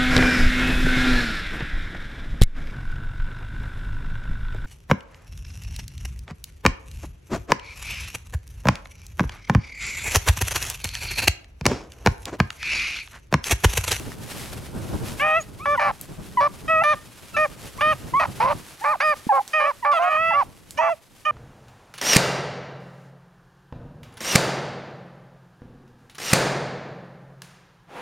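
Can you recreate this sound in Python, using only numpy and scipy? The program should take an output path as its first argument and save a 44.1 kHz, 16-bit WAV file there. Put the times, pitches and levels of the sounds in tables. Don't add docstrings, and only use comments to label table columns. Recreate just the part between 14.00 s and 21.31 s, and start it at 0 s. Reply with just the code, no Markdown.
import sys
import numpy as np
from scipy import signal
from scipy.fft import rfft, irfft
from scipy.io import wavfile
from scipy.ndimage import uniform_filter1d, minimum_filter1d

SR = 44100
rng = np.random.default_rng(int(sys.argv[2]) if len(sys.argv) > 2 else 0)


def materialize(psi):
    bounded = np.clip(np.atleast_2d(psi).T, -1, 1)
    quanta = np.round(bounded * 32767).astype(np.int16)
    wavfile.write(sys.argv[1], SR, quanta)


N = 322371

# t/s, relative level/dB
WIND_LEVEL = [(0, -38.5), (.65, -40.5), (.85, -32), (1.05, -31.5), (1.35, -45.5), (2.8, -43), (3.15, -51.5),
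              (3.7, -45), (4.5, -36.5), (4.7, -59), (5.15, -54.5), (5.4, -65.5), (6.1, -55), (6.28, -44.5),
              (6.7, -54), (7.05, -59.5)]
# f/Hz, relative level/dB
WIND_COLOUR = [(15, -41), (25, -6), (124, 0), (368, -10), (534, -15), (813, -20), (1200, -24.5),
               (1560, -24.5), (2640, -120)]
# t/s, relative level/dB
BRUSH_PUSH = [(0, -47.5), (.18, -51.5), (.3, -41), (.7, -51.5), (1.15, -43.5), (1.45, -55), (2.7, -54),
              (3.7, -49.5), (4.8, -49), (5.7, -54), (6.65, -59.5), (6.72, -57), (7.05, -60)]
# f/Hz, relative level/dB
BRUSH_COLOUR = [(400, 2.5), (2500, 0), (4000, -2.5), (7500, -5), (11500, -5), (15500, -17)]
# t/s, peak level before the mix/dB, centre f/Hz
SNAPS = [(0.119, -23, 1630), (2.013, -14.5, 10500), (5.478, -23, 6040), (6.708, -20.5, 7800)]
# t/s, f/Hz
HOWL_PITCH = [
    [(1.197, 525), (1.211, 567.6), (1.249, 616.9), (1.339, 626), (1.383, 675), (1.415, 580)],
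    [(2.68, 624), (2.706, 648), (2.776, 631), (2.804, 637), (2.816, 670), (2.84, 681.8)],
    [(5.533, 611), (5.561, 628.4), (5.609, 597.6), (5.649, 599), (5.681, 677), (5.692, 634)],
    [(5.915, 763), (5.929, 706.4), (5.937, 690), (5.961, 674), (5.979, 634), (5.998, 637)],
    [(6.02, 545), (6.044, 631.6), (6.166, 619), (6.214, 651.6), (6.336, 667.5), (6.375, 727)],
    [(6.775, 576), (6.799, 632), (6.821, 656.6), (6.921, 677), (6.931, 633), (6.945, 570)],
    [(7.252, 595), (7.272, 619.9), (7.298, 598), (7.31, 600)],
]
# level/dB, fundamental boost/dB, brightness/dB, top harmonics/dB,
# brightening over the note/dB, roughness/0-1, opening t/s, release t/s
HOWL_TONE = [(-20.5, -1.5, 3, -1.5, -2.5, 0.35, 0.043, 0.054), (-19.5, -3, -1.5, -7, -4, .02, 0.025, 0.029),
             (-20.5, -3, 3, -2, -5.5, 0.1, 0.017, 0.051), (-20.5, -4, -8, 14.5, -0.5, 0.13, 0.034, .02),
             (-22.5, -5.5, -2, -1.5, 10, 0, 0.06, 0.035), (-32.5, 11.5, 4, 4.5, -10, 0.36, 0.021, 0.031),
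             (-21, -12, -5.5, 2.5, -9, .05, 0.018, 0.0017)]
# start t/s, end t/s, start f/Hz, end f/Hz, level/dB, overtone boost/dB
YELPS = [(1.394, 1.436, 6400, 6810, -36.5, -10), (1.588, 1.675, 980, 1350, -36.5, 13),
         (1.742, 1.771, 1580, 1410, -26, 1), (1.773, 1.804, 1070, 897, -19.5, 13.5),
         (2.37, 2.41, 1027, 955, -14.5, 6), (2.817, 2.831, 760, 830, -18, -3),
         (3.338, 3.39, 1350, 1297, -29.5, 18.5), (3.777, 3.814, 824, 1260, -32, 11),
         (4.135, 4.2, 964, 1140, -16, 3.5), (4.399, 4.49, 836, 1053, -17, 1),
         (4.806, 4.852, 720, 973, -32, 11), (5.29, 5.333, 923, 783, -13.5, 0.5),
         (5.379, 5.418, 746, 822, -19.5, -19), (5.823, 5.864, 1045, 865, -25, 10),
         (5.991, 6.098, 674, 718, -19.5, 10), (6.305, 6.336, 1002, 807, -18, 9),
         (6.786, 6.815, 968, 938, -14.5, 8)]
# start t/s, length t/s, opening t/s, pitch f/Hz, scoop from below/share, glide over the note/share,
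# level/dB, fundamental boost/dB, brightness/dB, top harmonics/dB, roughness of the attack/0-1
CHOPS = [(1.656, 0.11, 0.026, 580, 0.017, 0.035, -23.5, 2, -4.5, 2, 0.97),
         (2.837, 0.11, 0.027, 600.7, 0.0073, 0.029, -16.5, -1, -1, 3.5, 0.43),
         (3.366, 0.1, 0.04, 617, 0.072, -0.0027, -23, 5, 3, -3, 0.46),
         (3.809, 0.13, .026, 612.5, .14, 0.045, -21, -0.5, -1, 4, 0.64),
         (5.003, 0.14, .054, 619.5, 0.24, -0.059, -21.5, 0.5, 0.5, 0.5, 0.78)]
# start t/s, length t/s, release t/s, pitch f/Hz, scoop from below/share, glide over the note/share,
# second oscillator f/Hz, level/dB, fundamental boost/dB, brightness/dB, top harmonics/dB, darkening/dB,
# roughness at first/0-1, roughness at last/0-1
SQUALLS = [(1.795, 0.12, 0.036, 585, 0.0206, -0.037, 788.6, -20.5, -4.5, 5.5, -3, 11, 0.51, 0.73),
           (2.405, 0.074, 0.018, 577.4, 0, 0.066, 1020, -16, -4, -5.5, 4, 6, 0.43, 0.017),
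           (4.197, 0.065, 0.036, 632, 0.002, -0.053, 1029, -16.5, -6.5, 5, -2, 7, 0.35, 0.72),
           (4.403, 0.13, 0.0162, 529, .14, 0.22, 898, -25, 7.5, -5.5, 11, 10, 0.39, 1),
           (4.841, 0.12, 0.051, 589, 0.028, 0.12, 857, -17.5, -8, -1, -9, 7, 0.796, 0.36),
           (5.322, 0.078, 0.016, 549, 0.066, -.06, 805, -16.5, -2, -11, -3, -2, 0.39, 0.72),
           (5.599, 0.12, .028, 566, 0.062, 0.052, 830, -19.5, -1.5, 0.5, -0.5, 8, 0.56, 0.033),
           (5.849, 0.091, 0.02, 582.7, 0.045, 0.0033, 840, -13, -9, -6, -9, 20.5, 0.75, 0.022),
           (5.985, .19, 0.0247, 553.6, 0.028, 0.19, 795, -24, -13, -0.5, -1, -5, 0.31, 0.1),
           (6.334, 0.098, 0.04, 572.5, 0.0023, -0.0024, 791, -14.5, -12, -11.5, 2.5, -3, 0.27, 0.17),
           (6.812, 0.095, 0.038, 584, 0.03, -0.026, 861, -21, -16, -3, -16, -3, 0.79, 0.71)]
# f/Hz, howler level/dB, chopper level/dB, squaller level/dB
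THROATS = [(362, -15.5, -35, -40.5), (585, 0, -3, -2.5), (1197, 2.5, 4.5, -1), (1670, -4.5, -1, -11),
           (2484, -4, -5.5, -13.5), (2936, -9, -18.5, -20.5), (3530, -23, -20, -29.5),
           (4120, -35.5, -32, -27.5), (5030, -32.5, -25, -30), (6170, -32, -31.5, -37),
           (7700, -45, -51, -55), (9700, -42, -35, -41), (14000, -68, -46, -69)]
# f/Hz, phase/rad
PORT_PHASE = [(260, 1), (650, 0.86), (3100, 0.63), (8000, .05)]

HOWL_OPEN_DB, HOWL_CLOSE_DB = (-13, -5, 5, 12), (-33, 11, -2, -6)
CHOP_OPEN_DB, CHOP_CLOSE_DB = (-9, 5.5, 9.5, 7), (-22.5, 15.5, -6, 10)
SQUALL_OPEN_DB, SQUALL_CLOSE_DB = (-3.5, 3.5, 0.5, 2), (-10, -8, -7.5, 7)


def amp(db):
    return 10 ** (np.asarray(db) / 20)


def unit(x):
    return x / np.sqrt(np.mean(x ** 2))


def read(points, hz):
    f, value = np.transpose(points)
    return np.interp(np.log(hz + 1), np.log(f), value)


def coloured(x, points):
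    gain = amp(read(points, np.fft.rfftfreq(N, 1 / SR)))
    return irfft(rfft(x) * gain, N)


def wander(size, hz):
    f = np.fft.rfftfreq(size + SR, 1 / SR)
    spectrum = rfft(rng.standard_normal(size + SR)) / (1 + (f / hz) ** 4)
    return unit(irfft(spectrum))[:size]


def add(mix, start_s, sound):
    part = mix[round(start_s * SR):][:len(sound)]
    part += sound[:len(part)]


def at_ports(common, side, apart):
    return unit(common) + apart * unit(side) * np.array([[1], [-1]])


def wind(gust_db=3.5, apart=0.72):
    common, side = coloured(rng.standard_normal((2, N)), WIND_COLOUR)
    level_db = np.interp(np.arange(N) / SR, *np.transpose(WIND_LEVEL))
    level_db = level_db + gust_db * wander(N, 14)
    return amp(level_db) * at_ports(common, side, apart)


def brush(level_db=4, scrape_db=2, grains_per_s=500, grain_db=7, apart=.35):
    crack_happens = rng.random(N) < grains_per_s / SR
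    crack_db = grain_db + 2.9 * np.minimum(rng.exponential(1, N), 4)
    grainy = rng.standard_normal((2, N)) * (1 + crack_happens * amp(crack_db))
    common, side = coloured(grainy, BRUSH_COLOUR)
    push_db = np.interp(np.arange(N) / SR, *np.transpose(BRUSH_PUSH))
    push_db = push_db + scrape_db * wander(N, 22.4)
    return amp(level_db + push_db) * at_ports(common, side, apart)


def snaps(crack_s=.0005, splinter_s=0.022, splinter_db=-21):
    mix, t = np.zeros(N), np.arange(SR // 20) / SR
    for start_s, peak_db, centre_hz in SNAPS:
        decay = np.exp(-t / crack_s) + amp(splinter_db) * np.exp(-t / splinter_s)
        burst = rng.standard_normal(len(t)) * decay
        snap = signal.lfilter(*signal.iirpeak(centre_hz, 2, fs=SR), burst)
        add(mix, start_s, amp(peak_db) * snap / abs(snap).max())
    return mix


def phase_of(hz):
    return 2 * np.pi * np.cumsum(hz) / SR


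def gate(t, edge_s=0.0063):
    from_edge_s = np.minimum(t - t[0], t[-1] - t)
    return np.sin(np.pi / 2 * np.clip(from_edge_s / edge_s, 0, 1)) ** 2


def span(start_s, end_s):
    return np.arange(start_s - .003, end_s + .003, 1 / SR)


def stages(t, open_s, close_s):
    release = t[-1] - close_s
    opening = np.interp(t, [t[0], t[0] + open_s], [1, 0])
    held = np.interp(t, [t[0], release], [-.5, .5])
    closing = np.interp(t, [release, t[-1]], [0, 1])
    return opening, held, closing


JITTER, CHAOS = .002, .08
COUPLING, SWING = .65, .1


def cry(t, hz, level_db, chest_db, bright_db, top_db, rough, second_hz, second_db, rasp, breathy):
    rough = np.clip(rough, 0, 1)
    unrest = JITTER + CHAOS * rough ** 3
    folds = phase_of(hz * (1 + unrest * wander(len(t), 130)))
    second = phase_of(second_hz * (1 + unrest * wander(len(t), 72)))
    beat = rough * np.cos(second - folds)
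    folds = folds + SWING * beat
    uneven_db = np.linspace(*rng.normal(-6, 5, (2, 17)), len(t)).T
    frayed = folds + .06 * (1 + 2 * rough) * wander(len(t), hz.mean() / 2)
    top = sum(amp(db) * np.cos(k * frayed) for k, db in enumerate(uneven_db, 5))
    upper = np.cos(3 * folds) + np.cos(4 * folds)
    air = (breathy + rasp * rough ** 2) * (1 + np.cos(folds)) * rng.standard_normal(len(t))
    edge = amp(bright_db) * (upper + amp(top_db) * (top + air))
    voice = amp(chest_db) * np.cos(folds) + np.cos(2 * folds) + edge
    voice = voice * (1 + COUPLING * beat) + amp(second_db) * rough * np.cos(second)
    return t[0], amp(level_db) * voice * gate(t)


def howl(pitch, level_db, chest_db, bright_db, top_db, brighten_db, rough, open_s, release_s):
    s, hz = np.transpose(pitch)
    t = span(s[0], s[-1])
    opening, held, closing = stages(t, open_s, release_s)
    tone_db = np.outer(opening, HOWL_OPEN_DB) + np.outer(closing ** 2, HOWL_CLOSE_DB)
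    tone_db = tone_db + np.outer(held, [0, 0, brighten_db, 0])
    tone_db = tone_db + [level_db, chest_db, bright_db, top_db]
    return cry(t, np.interp(t, s, hz), *tone_db.T, rough * np.cos(np.pi * held),
               second_hz=789, second_db=2.0, rasp=2.9, breathy=0.19)


def yelp(start_s, end_s, start_hz, end_hz, level_db, boost_db, overtones_db=(-22, -38), swell_s=0.0025):
    t = np.arange(start_s, end_s, 1 / SR)
    hz = end_hz + (start_hz - end_hz) * np.linspace(1, 0, len(t)) ** 2
    phase = phase_of(hz * (1 + 2 * JITTER * wander(len(t), 300)))
    overtones = sum(amp(boost_db + db) * np.cos(k * phase) for k, db in enumerate(overtones_db, 2))
    tone = np.cos(phase) + overtones
    return start_s, amp(level_db) * tone * gate(t, swell_s / amp(level_db / 2))


def chop(start_s, length_s, open_s, pitch_hz, scoop, glide, level_db, chest_db, bright_db, top_db, rough,
         shut_rough=0.63, close_s=0.031, drop=0.2):
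    t = span(start_s, start_s + length_s)
    opening, held, closing = stages(t, open_s, close_s)
    hz = pitch_hz * (1 - scoop * opening ** 2 + glide * held)
    hz = hz * (1 - drop * closing ** 2)
    tone_db = np.outer(opening, CHOP_OPEN_DB) + np.outer(closing ** 2, CHOP_CLOSE_DB)
    tone_db = tone_db + [level_db, chest_db, bright_db, top_db]
    return cry(t, hz, *tone_db.T, rough * opening + shut_rough * closing,
               second_hz=816.6, second_db=-4.5, rasp=1.8, breathy=0.23)


def squall(start_s, length_s, release_s, pitch_hz, scoop, glide, second_hz, level_db, chest_db, bright_db,
           top_db, darken_db, rough_first, rough_last, open_s=0.0287, drop_per_s=11, drop_curve=1.79):
    t = span(start_s, start_s + length_s)
    opening, held, closing = stages(t, open_s, release_s)
    hz = pitch_hz * (1 - scoop * opening ** 2 + glide * held)
    hz = hz * (1 - drop_per_s * release_s * closing ** drop_curve)
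    tone_db = np.outer(held, [0, -5.5, -darken_db, 0]) + [level_db, chest_db, bright_db, top_db]
    tone_db = tone_db + np.outer(opening, SQUALL_OPEN_DB) + np.outer(closing ** 2, SQUALL_CLOSE_DB)
    rough = np.interp(held, [-.5, .5], [rough_first, rough_last])
    return cry(t, hz, *tone_db.T, rough, second_hz=second_hz, second_db=-3.5, rasp=1.85, breathy=0.88)


def resonant(x, points, size=2048):
    log_gain = np.log(amp(read(points, abs(np.fft.fftfreq(size, 1 / SR)))))
    response = np.fft.ifft(np.exp(np.conj(signal.hilbert(log_gain)))).real
    return signal.oaconvolve(x, response)[:N]


def hounds():
    mix, throats = np.zeros(N), np.array(THROATS)
    howler = [howl(pitch, *tone) for pitch, tone in zip(HOWL_PITCH, HOWL_TONE)]
    chopper = [chop(*row) for row in CHOPS]
    squaller = [squall(*row) for row in SQUALLS]
    for column, cries in enumerate([howler, chopper, squaller], 1):
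        folds = np.zeros(N)
        for start_s, sound in cries:
            add(folds, start_s, sound)
        mix += resonant(folds, throats[:, [0, column]])
    for row in YELPS:
        add(mix, *yelp(*row))
    return mix


def thud(start_s=5.268, hz=227, level_db=-18.5, rise_s=0.0017):
    mix, t = np.zeros(N), np.arange(SR // 20) / SR
    envelope = t / rise_s * np.exp(1 - t / rise_s)
    add(mix, start_s, -amp(level_db) * envelope * np.sin(2 * np.pi * hz * t))
    return mix


def thicket(x, t60_s=0.4, wet_db=-29):
    t = np.arange(SR // 2) / SR
    tail = rng.standard_normal(len(t)) * amp(-60 * t / t60_s)
    return x + amp(wet_db) * signal.fftconvolve(x, tail / np.linalg.norm(tail))[:N]


def scene(pack_db=2.0, drift_db=4.5):
    pack = thicket(amp(pack_db) * hounds() + snaps() + thud())
    pan = amp(-drift_db * np.linspace(0, 1, N) ** 2 / 2)
    lead = np.exp(1j * read(PORT_PHASE, np.fft.rfftfreq(N, 1 / SR)))
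    left = irfft(rfft(pack) * lead, N)
    return np.array([left * pan, pack / pan]) + wind() + brush()


def record(dry, ceiling_db=-9.0, recovery_db_per_s=110, edge_hz=15900):
    peak_db = 20 * np.log10(abs(dry).max(0) + 1e-9)
    fall_db = np.arange(N) * recovery_db_per_s / SR
    held_db = np.maximum.accumulate(peak_db + fall_db) - fall_db
    over_db = np.maximum(held_db - ceiling_db, 0)
    gain_db = uniform_filter1d(minimum_filter1d(-over_db, size=90), size=90)
    low_pass = signal.firwin(511, edge_hz, window=("kaiser", 9), fs=SR)
    return signal.oaconvolve(dry * amp(gain_db), low_pass[None], "same")


dry = scene()
out = record(dry)
materialize(out)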